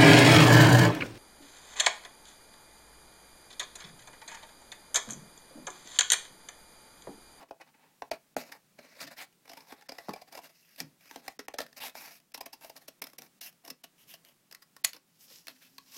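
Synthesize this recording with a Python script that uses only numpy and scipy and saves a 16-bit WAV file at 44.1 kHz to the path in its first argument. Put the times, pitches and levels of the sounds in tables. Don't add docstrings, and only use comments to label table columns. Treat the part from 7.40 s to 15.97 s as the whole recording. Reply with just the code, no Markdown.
import sys
import numpy as np
from scipy import signal
from scipy.fft import rfft, irfft
from scipy.io import wavfile
from scipy.ndimage import uniform_filter1d, minimum_filter1d

SR = 44100
rng = np.random.default_rng(int(sys.argv[2]) if len(sys.argv) > 2 else 0)


def bounce(signal):
    frames = np.transpose(np.atleast_2d(signal))
    limited = np.clip(frames, -1, 1)
    pcm = np.round(limited * 32767).astype(np.int16)
    wavfile.write(sys.argv[1], SR, pcm)


def gain_from_decibels(decibels):
    exponent = np.asarray(decibels, float) / 20
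    return 10 ** exponent


N = 377937

# centre in Hz, width in Hz, level in dB.
CRACKLE = [(1757, 970, 0.5), (2760, 1380, 1), (3590, 1080, 0), (5240, 1780, 1), (6410, 3400, -5)]
# centre in Hz, width in Hz, level in dB.
FIZZ = [(9100, 2660, -8), (12500, 2460, 5), (15600, 1300, -3.5)]


def bursts():
    panel_band_hz = [330, 1500]
    out, lead = np.zeros(N + SR), SR // 40
    t = (np.arange(SR // 10) - lead) / SR
    push = np.pad(fibres(spread_db=2.0), (lead, SR))
    radiated = signal.butter(1, panel_band_hz, "band", fs=SR)
    for s, db, panel_db, fizz_db, rise_ms, panel, rings in knocks() + slips() + ticks() + brushes():
        at = slice(int(s * SR), int(s * SR) + len(t))
        rise = 0.8 * np.clip(rise_ms, 0.2, 12) / 1000
        swell = np.where(t < 0, np.exp(-(t / rise) ** 2), np.exp(-np.abs(t) / (0.0015 + 0.94 * rise)))
        swell += 5.2 * np.exp(-rise / 0.00043 - np.abs(t) / 0.0001)
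        burst = push[at] * swell
        burst *= gain_from_decibels(db) * np.linalg.norm(swell) / np.linalg.norm(burst)
        sudden = np.exp(-rise / 0.0017)
        flick = np.linalg.norm(burst) * (t == 0)
        jolt = np.sqrt(1 - sudden) * burst + np.sqrt(sudden) * flick
        out[at] += lifted(body(burst, tilted(CRACKLE, fizz_db)), rings)
        out[at] += gain_from_decibels(fizz_db) * body(burst, FIZZ)
        ringing = unit(body(signal.lfilter(*radiated, jolt), panel))
        out[at] += gain_from_decibels(panel_db + 1.5) * np.std(jolt) * ringing
    return out[lead:lead + N]


def knocks():
    # peak in seconds, crackle in dB, panel in dB re crackle, panel in Hz, rise in ms.
    knock_rows = [(0.028, -57.5, 8.5, 686, 1.8), (0.1102, -50.5, 16, 658, 1.6),
                  (0.6216, -38.5, 8.5, 710, 0.97), (0.7156, -32, 6, 625, 3.6),
                  (0.9661, -33.5, 11, 600, 1.17), (1.392, -49.5, 0.5, 560, 6.1),
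                  (2.1179, -49.5, 1.5, 700, 2.7), (2.685, -50.5, 18, 646, 1.3),
                  (2.6933, -41.5, 10, 860, 2.9), (2.7078, -49, -3, 363, 3.3), (2.7369, -39, 0.5, 714, 2.9),
                  (2.762, -51.5, 9.5, 744, 2.5), (2.82, -51, 3.5, 730, 6.8), (2.9528, -43.5, 1, 640, 3.3),
                  (2.977, -44, 0.5, 706, 3.9), (2.9898, -51.5, 10.5, 700, 1.4),
                  (3.76, -39.5, 1.5, 682, 0.96), (4.1417, -42.5, 4.5, 580, 3.2),
                  (4.2045, -33, 2.5, 596, 1.9), (4.5533, -44, 3.5, 627, 0.79),
                  (5.0109, -38, -0.5, 710, 3.7), (5.247, -47.5, 3.5, 636, 2.9), (5.299, -47, 1.5, 636, 3.8)]
    rows = []
    for s, db, panel_db, hz, rise_ms in knock_rows:
        grip = [(hz, 55, 0), (1.445 * hz, 150, -9.5), (0.84 * hz, 70, -7), (2.4 * hz, 300, -15),
                (0.66 * hz, 150, -14)]
        fizz_db = edge(s) - 1.5 + 0.2 * panel_db
        rows.append((s, db, panel_db, fizz_db, rise_ms, grip, bent_rings(s)))
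    return rows


def slips():
    # peak in seconds, crackle in dB, panel in dB re crackle, rise in ms.
    at_pivot = [(3.7113, -41.5, -2.5, 0.91), (3.993, -36.5, -1.5, 1.76), (4.002, -49, -12, 8.6),
                (4.1873, -28.5, -4.5, 2.7), (4.2646, -46.5, -11, 1.3), (5.6704, -44.5, -9, 2.2),
                (5.8205, -44.5, -10, 1.1), (6.4414, -44.5, -7, 4.7), (7.1487, -43, -27, 2),
                (7.2256, -53.5, -12.5, 6.9), (7.366, -46.5, -8.5, 1.5)]
    inner = [(0.216, -48.5, -34, 7.1), (1.0067, -47, -5, 7.3), (1.1234, -40.5, -33, 5.1),
             (2.0563, -57, -2, 2.8), (2.1346, -45.5, -4, 2.4), (2.174, -47.5, 0, 5.3),
             (2.3242, -46.5, 3, 4.3), (3.8809, -32, -3.5, 1.3), (4.0833, -35, 0.5, 1.1),
             (5.0625, -43.5, -3, 4.7), (5.621, -34, -7.5, 3), (5.734, -54, -2, 2.2),
             (5.7864, -42.5, -11, 4), (6.2507, -48.5, -9, 2.4), (6.2622, -58, -4, 2.5)]
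    middle = [(0.012, -56, -1, 1.3), (0.7383, -50, -5, 3.2), (1.676, -45, -9, 8.8), (2.4116, -55, -3, 2.9),
              (2.9275, -49, -3.5, 5.6), (3.3614, -52, -24, 1.2), (4.2168, -39.5, -8.5, 3.2),
              (4.9783, -46.5, -0.5, 2.9), (5.377, -53.5, -4, 3.8), (5.4836, -44, -3.5, 4.7),
              (5.6412, -41, -12, 2.4), (6.0145, -42.5, -16, 4.6), (7.4449, -31, -11.5, 3.2),
              (7.4474, -24.5, -42.5, 0.63), (8.0704, -41, -14, 0.8)]
    outer = [(6.8497, -52.5, -19, 1.3), (7.439, -44, -24, 1.5), (7.533, -40, -24, 1),
             (7.5459, -52.5, -6, 6.1), (8.0825, -36, -15, 0.6), (8.3828, -40.5, -8.5, 1.6)]
    at_tips = [(1.6065, -37.5, -18, 2.1), (2.0784, -52, -2, 1.8), (2.0976, -45.5, -4, 4.8),
               (2.207, -49.5, -12, 2.8), (2.4235, -51.5, -4, 1.9), (2.4925, -38.5, -4, 4.6),
               (2.521, -40.5, -2, 2.5), (2.5861, -39.5, -3.5, 3.8), (3.4029, -28, -13.5, 1.6),
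               (4.329, -51, -12, 1.2), (4.9471, -37.5, -9.5, 5.7), (5.1353, -45, -6, 7.8),
               (5.366, -47, -19, 3.4), (6.2796, -44.5, -3.5, 3.5), (6.3041, -36.5, -18, 3.1),
               (6.7401, -44, -7.5, 2.1), (7.1132, -49, -11.5, 2.3), (7.1258, -44, -13, 2),
               (7.5658, -49, -8, 2.2)]

    def at_place(slip_rows, crackle_hz, fizz_db):
        return [contact(s, db, panel_db, edge(s) + fizz_db, rise_ms, crackle_hz)
                for s, db, panel_db, rise_ms in slip_rows]

    rows = at_place(at_pivot, crackle_hz=1365, fizz_db=-2.3)
    rows += at_place(inner, crackle_hz=2180, fizz_db=0.5)
    rows += at_place(middle, crackle_hz=3600, fizz_db=1)
    rows += at_place(outer, crackle_hz=4300, fizz_db=-1.7)
    return rows + at_place(at_tips, crackle_hz=5110, fizz_db=-2.6)


def ticks():
    # peak in seconds, level in dB.
    tick_rows = [(1.4108, -65), (1.927, -64), (3.609, -56.5), (3.657, -55), (4.053, -62), (4.24, -57),
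                 (4.8017, -60), (4.92, -60), (5.211, -56), (5.7, -57), (6.1271, -62), (6.8878, -60)]
    return [contact(s, db, -9, edge(s), rise_ms=1.5, place_hz=2700) for s, db in tick_rows]


def brushes():
    # peak in seconds, level in dB, panel in dB re crackle.
    brush_rows = [(0.093, -66, 0.5), (0.348, -64, -1), (0.439, -67, 2), (1.0436, -67, 4), (1.095, -61, 1.5),
                  (1.45, -61, 0), (1.523, -60, -7), (1.5385, -68, -12), (1.6914, -79, 7),
                  (2.3706, -67, -10), (2.4634, -65, -16), (2.883, -59.5, -2), (3.1, -61, -4),
                  (3.3224, -71, -17), (4.2893, -68, -2), (4.6604, -50, -18), (4.688, -58, -8),
                  (5.422, -61, -5), (7.828, -71, -24.5), (7.912, -63.5, 1), (8.565, -66, 6),
                  (8.1644, -64, -20)]
    return [contact(s, db, panel_db, edge(s), rise_ms=14, place_hz=1900) for s, db, panel_db in brush_rows]


def contact(s, db, panel_db, fizz_db, rise_ms, place_hz):
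    sheet = [(265, 90, 0.5), (430, 200, -2.5), (bend(s)[0], 90, 5), (1050, 400, -7)]
    rings = bent_rings(s) + [(place_hz, 0.15 * place_hz, 2)]
    return s, db, panel_db, fizz_db, rise_ms, sheet, rings


def bent_rings(s):
    return [(hz, 0.047 * hz, 4) for hz in bend(s)[1:]]


def bend(s):
    # start in seconds, panel in Hz, low ring in Hz, high ring in Hz.
    bend_rows = [(0.206, 867, 2550, 2960), (0.616, 724, 1570, 5740), (0.709, 650, 2420, 4570),
                 (0.96, 630, 2510, 6740), (1.116, 896, 1830, 4900), (1.386, 600, 2265, 4200),
                 (1.6, 640, 1820, 4780), (1.776, 750, 2350, 2900), (2.091, 690, 3000, 5180),
                 (2.168, 920, 2410, 5060), (2.296, 817, 1800, 3570), (2.486, 537, 2280, 5050),
                 (2.516, 745, 2390, 5030), (2.58, 727, 1930, 5210), (2.688, 887, 1756, 4590),
                 (2.731, 770, 2370, 4840), (2.946, 669, 2770, 4980), (3.396, 720, 2440, 5000),
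                 (3.705, 920, 1520, 5920), (3.754, 760, 1603, 4000), (3.876, 780, 1830, 4130),
                 (3.987, 420, 1880, 5400), (4.078, 736, 1890, 6160), (4.136, 547, 1780, 4000),
                 (4.181, 647, 1750, 6100), (4.199, 634, 1780, 4750), (4.366, 656, 2370, 5360),
                 (4.406, 916, 2870, 2900), (4.446, 740, 2300, 3580), (4.547, 620, 2330, 5400),
                 (4.571, 730, 2406, 5750), (4.606, 920, 2430, 5400), (4.656, 750, 2350, 4580),
                 (4.716, 685, 2440, 4840), (4.941, 896, 2710, 4030), (5.004, 726, 2420, 5050),
                 (5.056, 670, 2620, 6220), (5.129, 887, 2780, 4820), (5.357, 713, 1860, 4160),
                 (5.477, 665, 2740, 5580), (5.613, 645, 2180, 5240), (5.781, 758, 2370, 5820),
                 (6.008, 706, 2850, 5400), (6.296, 410, 2685, 5330), (6.435, 643, 2950, 3000),
                 (7.121, 1090, 1860, 4860), (7.43, 650, 2500, 5430), (7.527, 500, 2960, 3584),
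                 (8.066, 670, 2620, 3120), (8.377, 1100, 2700, 4100)]
    table = np.array(bend_rows)
    latest = np.clip(np.searchsorted(table[:, 0], s) - 1, 0, None)
    return table[latest, 1:].T


def edge(s):
    # time in seconds, fizz in dB re crackle or rasp.
    facing = [(0, -9), (0.45, -33), (0.75, -11), (1.05, -8.5), (1.4, -15.5), (1.7, -12.5), (2.1, -7.5),
              (2.5, -12), (3.2, -3.5), (3.9, -11), (4.7, -5), (5.1, -1.5), (5.6, -2), (6.7, -2),
              (7.4, -3.5), (7.6, -6), (8.57, -7.5)]
    return np.interp(s, *np.transpose(facing))


def card_rubs():
    # peak in seconds, rise in ms, fall in ms, rasp in dB, panel in dB re rasp.
    cuts = [(1.6, 54, 34, -56, -5.5), (1.8, 36.5, 57, -46.5, -11.5), (2.31, 46, 51, -57, -8),
            (2.97, 59, 40, -56.5, 0.5), (3.05, 37, 32.5, -56.5, -4.5), (3.402, 25.3, 28, -48.5, -9.5),
            (3.66, 66, 64, -60, -17), (3.74, 50, 74, -56, -11), (4.2, 30, 52, -52.5, 0),
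            (4.411, 11, 77, -47.5, -12.5), (4.462, 62, 47, -46, -10), (4.59, 46.7, 106, -49, -9),
            (4.73, 55, 66, -55, -14), (5.24, 33, 61, -59.5, -6.5), (5.83, 24, 49, -62.5, -4),
            (6.035, 20, 70.5, -48.5, -16.5), (6.62, 43, 28, -64, -26), (6.72, 51, 45, -55.5, -19),
            (8.24, 35, 53, -58.5, -21)]
    # peak in seconds, fall in ms, rasp in dB, panel in dB re rasp.
    scrapes = [(0.213, 17.7, -64.5, 9), (0.731, 41, -56.5, 4.5), (0.977, 66, -46.5, -5),
               (1.129, 50, -58, 0.5), (1.616, 45, -42.5, -14), (1.717, 28, -52.5, -1.5),
               (4.377, 19.5, -46.5, -5.5), (5.368, 18, -58.5, -3), (5.64, 94, -65, -0.5),
               (7.458, 55, -50, -13), (7.545, 44, -63.5, 1), (8.09, 36, -55, -13)]
    # peak in seconds, length in ms, rasp in dB, panel in dB re rasp.
    rustles = [(0.01, 61, -70, 15.5), (0.28, 50, -69.5, -0.5), (0.42, 240, -75, 1.5),
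               (1.065, 93, -60, -3.5), (1.45, 220, -61.5, -6), (2.139, 250, -64, -2), (2.395, 104, -65, -6),
               (2.61, 383, -61, -4.5), (2.74, 120, -78, 5), (3.25, 470, -68, -24), (3.865, 126, -60, -7.5),
               (4.995, 150, -80.5, 15), (6.274, 96, -64.5, 4), (6.875, 97, -68, -3.5),
               (7.14, 66, -74.5, 3.5)]
    rows = list(cuts)
    rows += [(s, 14.3, fall_ms, db, panel_db) for s, fall_ms, db, panel_db in scrapes]
    rise_share = 0.39
    rows += [(s, rise_share * ms, (1 - rise_share) * ms, db, panel_db) for s, ms, db, panel_db in rustles]
    rows = [(*row, edge(row[0]) + 1.2) for row in rows]
    return strokes(rows, CRACKLE, grit_db=2.5, ring_db=-9.5, patchy_db=2.5)


def paper_swishes():
    # peak in seconds, rise in ms, fall in ms, level in dB, fizz in dB.
    swishes = [(7.825, 36, 50, -66, 5), (7.925, 55, 100, -57, -6), (8.0, 350, 1400, -72, -2.5),
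               (8.56, 51, 140, -51.5, -4), (8.5, 43, 36, -62, -11)]
    # centre in Hz, width in Hz, level in dB.
    paper = [(2500, 2100, -5.5), (5300, 1100, 2.5), (7500, 2200, -7)]
    panel_db = -20.5
    rows = [(s, rise_ms, fall_ms, db, panel_db, fizz_db) for s, rise_ms, fall_ms, db, fizz_db in swishes]
    return strokes(rows, paper, grit_db=2.5, ring_db=-19, patchy_db=0.7)


def strokes(rows, colour, grit_db, ring_db, patchy_db):
    # centre in Hz, width in Hz, level in dB.
    held_sheet = [(250, 83, -1), (469, 204, -2), (920, 490, -4)]
    db, panel_db, fizz_db = np.transpose(rows)[3:]
    push = fibres(grit_db) * gain_from_decibels(2.0 * walk(200))
    out = domes(rows, db + fizz_db) * body(fibres(grit_db), FIZZ)
    for modes, part_db in ((tilted(colour, fizz_db), db), (held_sheet, db + panel_db)):
        total_hz = sum(width for _, width, _ in modes)
        for k, (hz, width, mode_db) in enumerate(modes):
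            bending = gain_from_decibels(patchy_db * walk(30)) * np.sqrt(1.64 * width / total_hz)
            ring = body(push, [(hz, width, 0)])
            out += (-1) ** k * domes(rows, part_db + mode_db) * bending * ring
    panel_hz, low_hz, high_hz = bend(np.arange(N) / SR)
    out += domes(rows, db + panel_db - 1.5) * gliding(push, panel_hz, 130)
    push = fibres(grit_db) * gain_from_decibels(4.0 * walk(150))
    rings = gliding(push, low_hz, 230) + gain_from_decibels(-2.5) * gliding(push, high_hz, 600)
    out += domes(rows, db + ring_db) * rings
    return gain_from_decibels(1.3 * walk(80)) * out


def domes(rows, levels_db):
    out = np.zeros(N + 2 * SR)
    for (s, rise_ms, fall_ms, *_), db in zip(rows, levels_db):
        rise, fall = int(rise_ms * SR / 1000), int(fall_ms * SR / 1000)
        ramp = np.append(np.linspace(0, 1, rise), np.linspace(1, 0, fall))
        out[SR + int(s * SR) - rise:][:len(ramp)] += gain_from_decibels(db) * np.sin(np.pi / 2 * ramp) ** 0.7
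    return out[SR:SR + N]


def gliding(x, hz, width_hz):
    turn = np.exp(2j * np.pi * np.cumsum(uniform_filter1d(hz, size=400)) / SR)
    ring = signal.lfilter([1], [1, -np.exp(-np.pi * width_hz / SR)], x / turn)
    return unit((turn * ring).real) * np.std(x)


def fibres(spread_db):
    return unit(rng.standard_normal(N) * gain_from_decibels(spread_db * rng.exponential(size=N)))


def tilted(modes, fizz_db):
    return [(hz, width, db + 0.34 * (fizz_db + 8.0) * np.log2(hz / 2500)) for hz, width, db in modes]


def resonance(x, hz, width):
    return signal.lfilter(*signal.iirpeak(hz, hz / width, fs=SR), x)


def body(x, modes):
    rings = (gain_from_decibels(db) * resonance(x, hz, width) for hz, width, db in modes)
    return unit(sum((-1) ** k * ring for k, ring in enumerate(rings))) * np.std(x)


def lifted(x, rings):
    ringing = sum(gain_from_decibels(db) * resonance(x, hz, width) for hz, width, db in rings)
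    return unit(x + ringing) * np.std(x)


def walk(rate):
    k = int(SR / rate)
    return uniform_filter1d(np.repeat(rng.standard_normal(N // k + 1), k), k)[:N]


def unit(x):
    return x / np.sqrt(np.mean(x ** 2))


def thumps():
    # start in seconds, level in dB, pitch in Hz, t60 in seconds.
    thump_rows = [(0.618, -48, 288, 0.067), (0.961, -40.5, 277, 0.21), (1.387, -47.5, 254, 0.081),
                  (1.611, -49.5, 186, 0.36), (2.688, -33.5, 213, 0.1), (3.404, -41.5, 173, 0.27),
                  (3.757, -50.5, 278, 0.18), (4.187, -59.5, 278, 0.55), (5.615, -47.5, 278, 0.11),
                  (5.784, -55.5, 261, 0.38), (6.306, -46.5, 275, 0.1), (8.08, -58.5, 330, 0.2)]
    out, t = np.zeros(N + SR), np.arange(SR // 3) / SR
    for s, db, hz, t60 in thump_rows:
        phase = 2 * np.pi * hz * (0.8 * t + 0.0106 * (1 - np.exp(-t / 0.055)))
        rumble = body(rng.standard_normal(len(t)), [(0.65 * hz, 60, 0), (1.6 * hz, 140, -2)])
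        swell = (1 - np.exp(-t / 0.0016)) * np.exp(-np.log(1000) * t / t60)
        out[int(s * SR):][:len(t)] += gain_from_decibels(db) * (0.73 * np.sin(phase) + 0.72 * rumble) * swell
    return out[:N]


def table_hum():
    # peak in seconds, rise in ms, fall in ms, level in dB.
    hums = [(8.13, 40, 70, -67), (8.25, 30, 60, -71), (8.35, 40, 80, -69), (8.47, 60, 90, -73)]
    hz = 261 + 5 * walk(40)
    return domes(hums, np.transpose(hums)[3]) * np.sin(2 * np.pi * np.cumsum(hz) / SR)


def snaps():
    # start in seconds, level in dB.
    snap_rows = [
        (7.4468, -17),
        (0.969, -44),
    ]
    # mode in Hz, level in dB, t60 in seconds.
    blades = [(1467, -14, .015), (2490, -10, .03), (2800, -11, .01), (4500, -5, .01), (5400, -5, .012),
              (6385, -5, .018), (6720, -13, .11), (6800, 0, .04), (7003, -9, .05), (7780, -3, .015),
              (8780, -2, .012), (10300, -3, .012)]
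    out, t = np.zeros(N + SR), np.arange(SR // 4) / SR
    steel = sum(gain_from_decibels(db) * np.sin(2 * np.pi * hz * t) * np.exp(-np.log(1000) * t / t60)
                for hz, db, t60 in blades)
    steel = signal.lfilter(*signal.butter(2, 900, "high", fs=SR), steel)
    for s, db in snap_rows:
        chatter = 0.3 * rng.standard_normal(size=400) * np.exp(-t[:400] / 0.003)
        rattle = signal.fftconvolve(chatter, steel * np.exp(-t / 0.002))[:len(t)]
        out[int(s * SR):][:len(t)] += gain_from_decibels(db - 3.5) * (0.9 * steel + rattle)
    return out[:N]


def room(x):
    t60_s, tail_db, top_hz = 0.15, -15, 4000
    t = np.arange(SR // 2) / SR
    tail = rng.standard_normal(len(t)) * np.exp(-np.log(1000) * t / t60_s) * (t > 0.003)
    tail = signal.lfilter(*signal.butter(1, top_hz, fs=SR), tail)
    return x + gain_from_decibels(tail_db) * signal.fftconvolve(x, tail / np.linalg.norm(tail))[:N]


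def table_shake(x):
    dull = signal.lfilter(*signal.butter(2, 900, fs=SR), x)
    return signal.sosfilt(signal.butter(2, [40, 110], "band", fs=SR, output="sos"), np.abs(dull))


def air():
    # frequency in Hz, density in dB per Hz.
    spectrum = [(25, -13), (60, -26), (100, -10), (158, 2.5), (465, -9), (1240, -12.5), (5170, -15.5),
                (14900, -17.5), (16000, -17)]
    hz, db = np.transpose(spectrum)
    shape = gain_from_decibels(np.interp(np.log(np.fft.rfftfreq(N, 1 / SR) + 1), np.log(hz), db))
    return gain_from_decibels(-69 + 1.6 * walk(5.6)) * unit(irfft(rfft(rng.standard_normal(N)) * shape, N))


def scene():
    hands = bursts() + card_rubs() + paper_swishes() + thumps() + table_hum() + snaps()
    thinned = signal.sosfilt(signal.butter(4, 120, "high", fs=SR, output="sos"), room(hands))
    return (thinned + gain_from_decibels(-19.5) * table_shake(hands) + air())[None]


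def low_pass(x):
    return signal.sosfilt(signal.butter(12, 16650, fs=SR, output="sos"), x)


def record(dry):
    dry = signal.sosfilt(signal.ellip(6, 0.5, 40, 15900, fs=SR, output="sos"), dry)
    bass, mid = (signal.sosfiltfilt(signal.butter(2, hz, fs=SR, output="sos"), dry) for hz in (450, 5000))
    loud = np.sqrt(uniform_filter1d((dry - bass) ** 2, size=88) + 1e-14)
    ahead = -minimum_filter1d(-loud, size=481, origin=-240)
    top = np.sqrt(uniform_filter1d((dry - mid) ** 2, size=176) + 1e-14)
    around = -minimum_filter1d(-top, size=1601)
    keep_mid = uniform_filter1d(np.clip(loud / ahead * gain_from_decibels(25.5), 0, 1) ** 3, size=44)
    keep_top = uniform_filter1d(np.clip(top / around * gain_from_decibels(23.5), 0, 1) ** 3, size=44)
    return low_pass(bass + keep_mid * (mid - bass) + keep_top * (dry - mid))


dry = scene()
out = record(dry)
bounce(out)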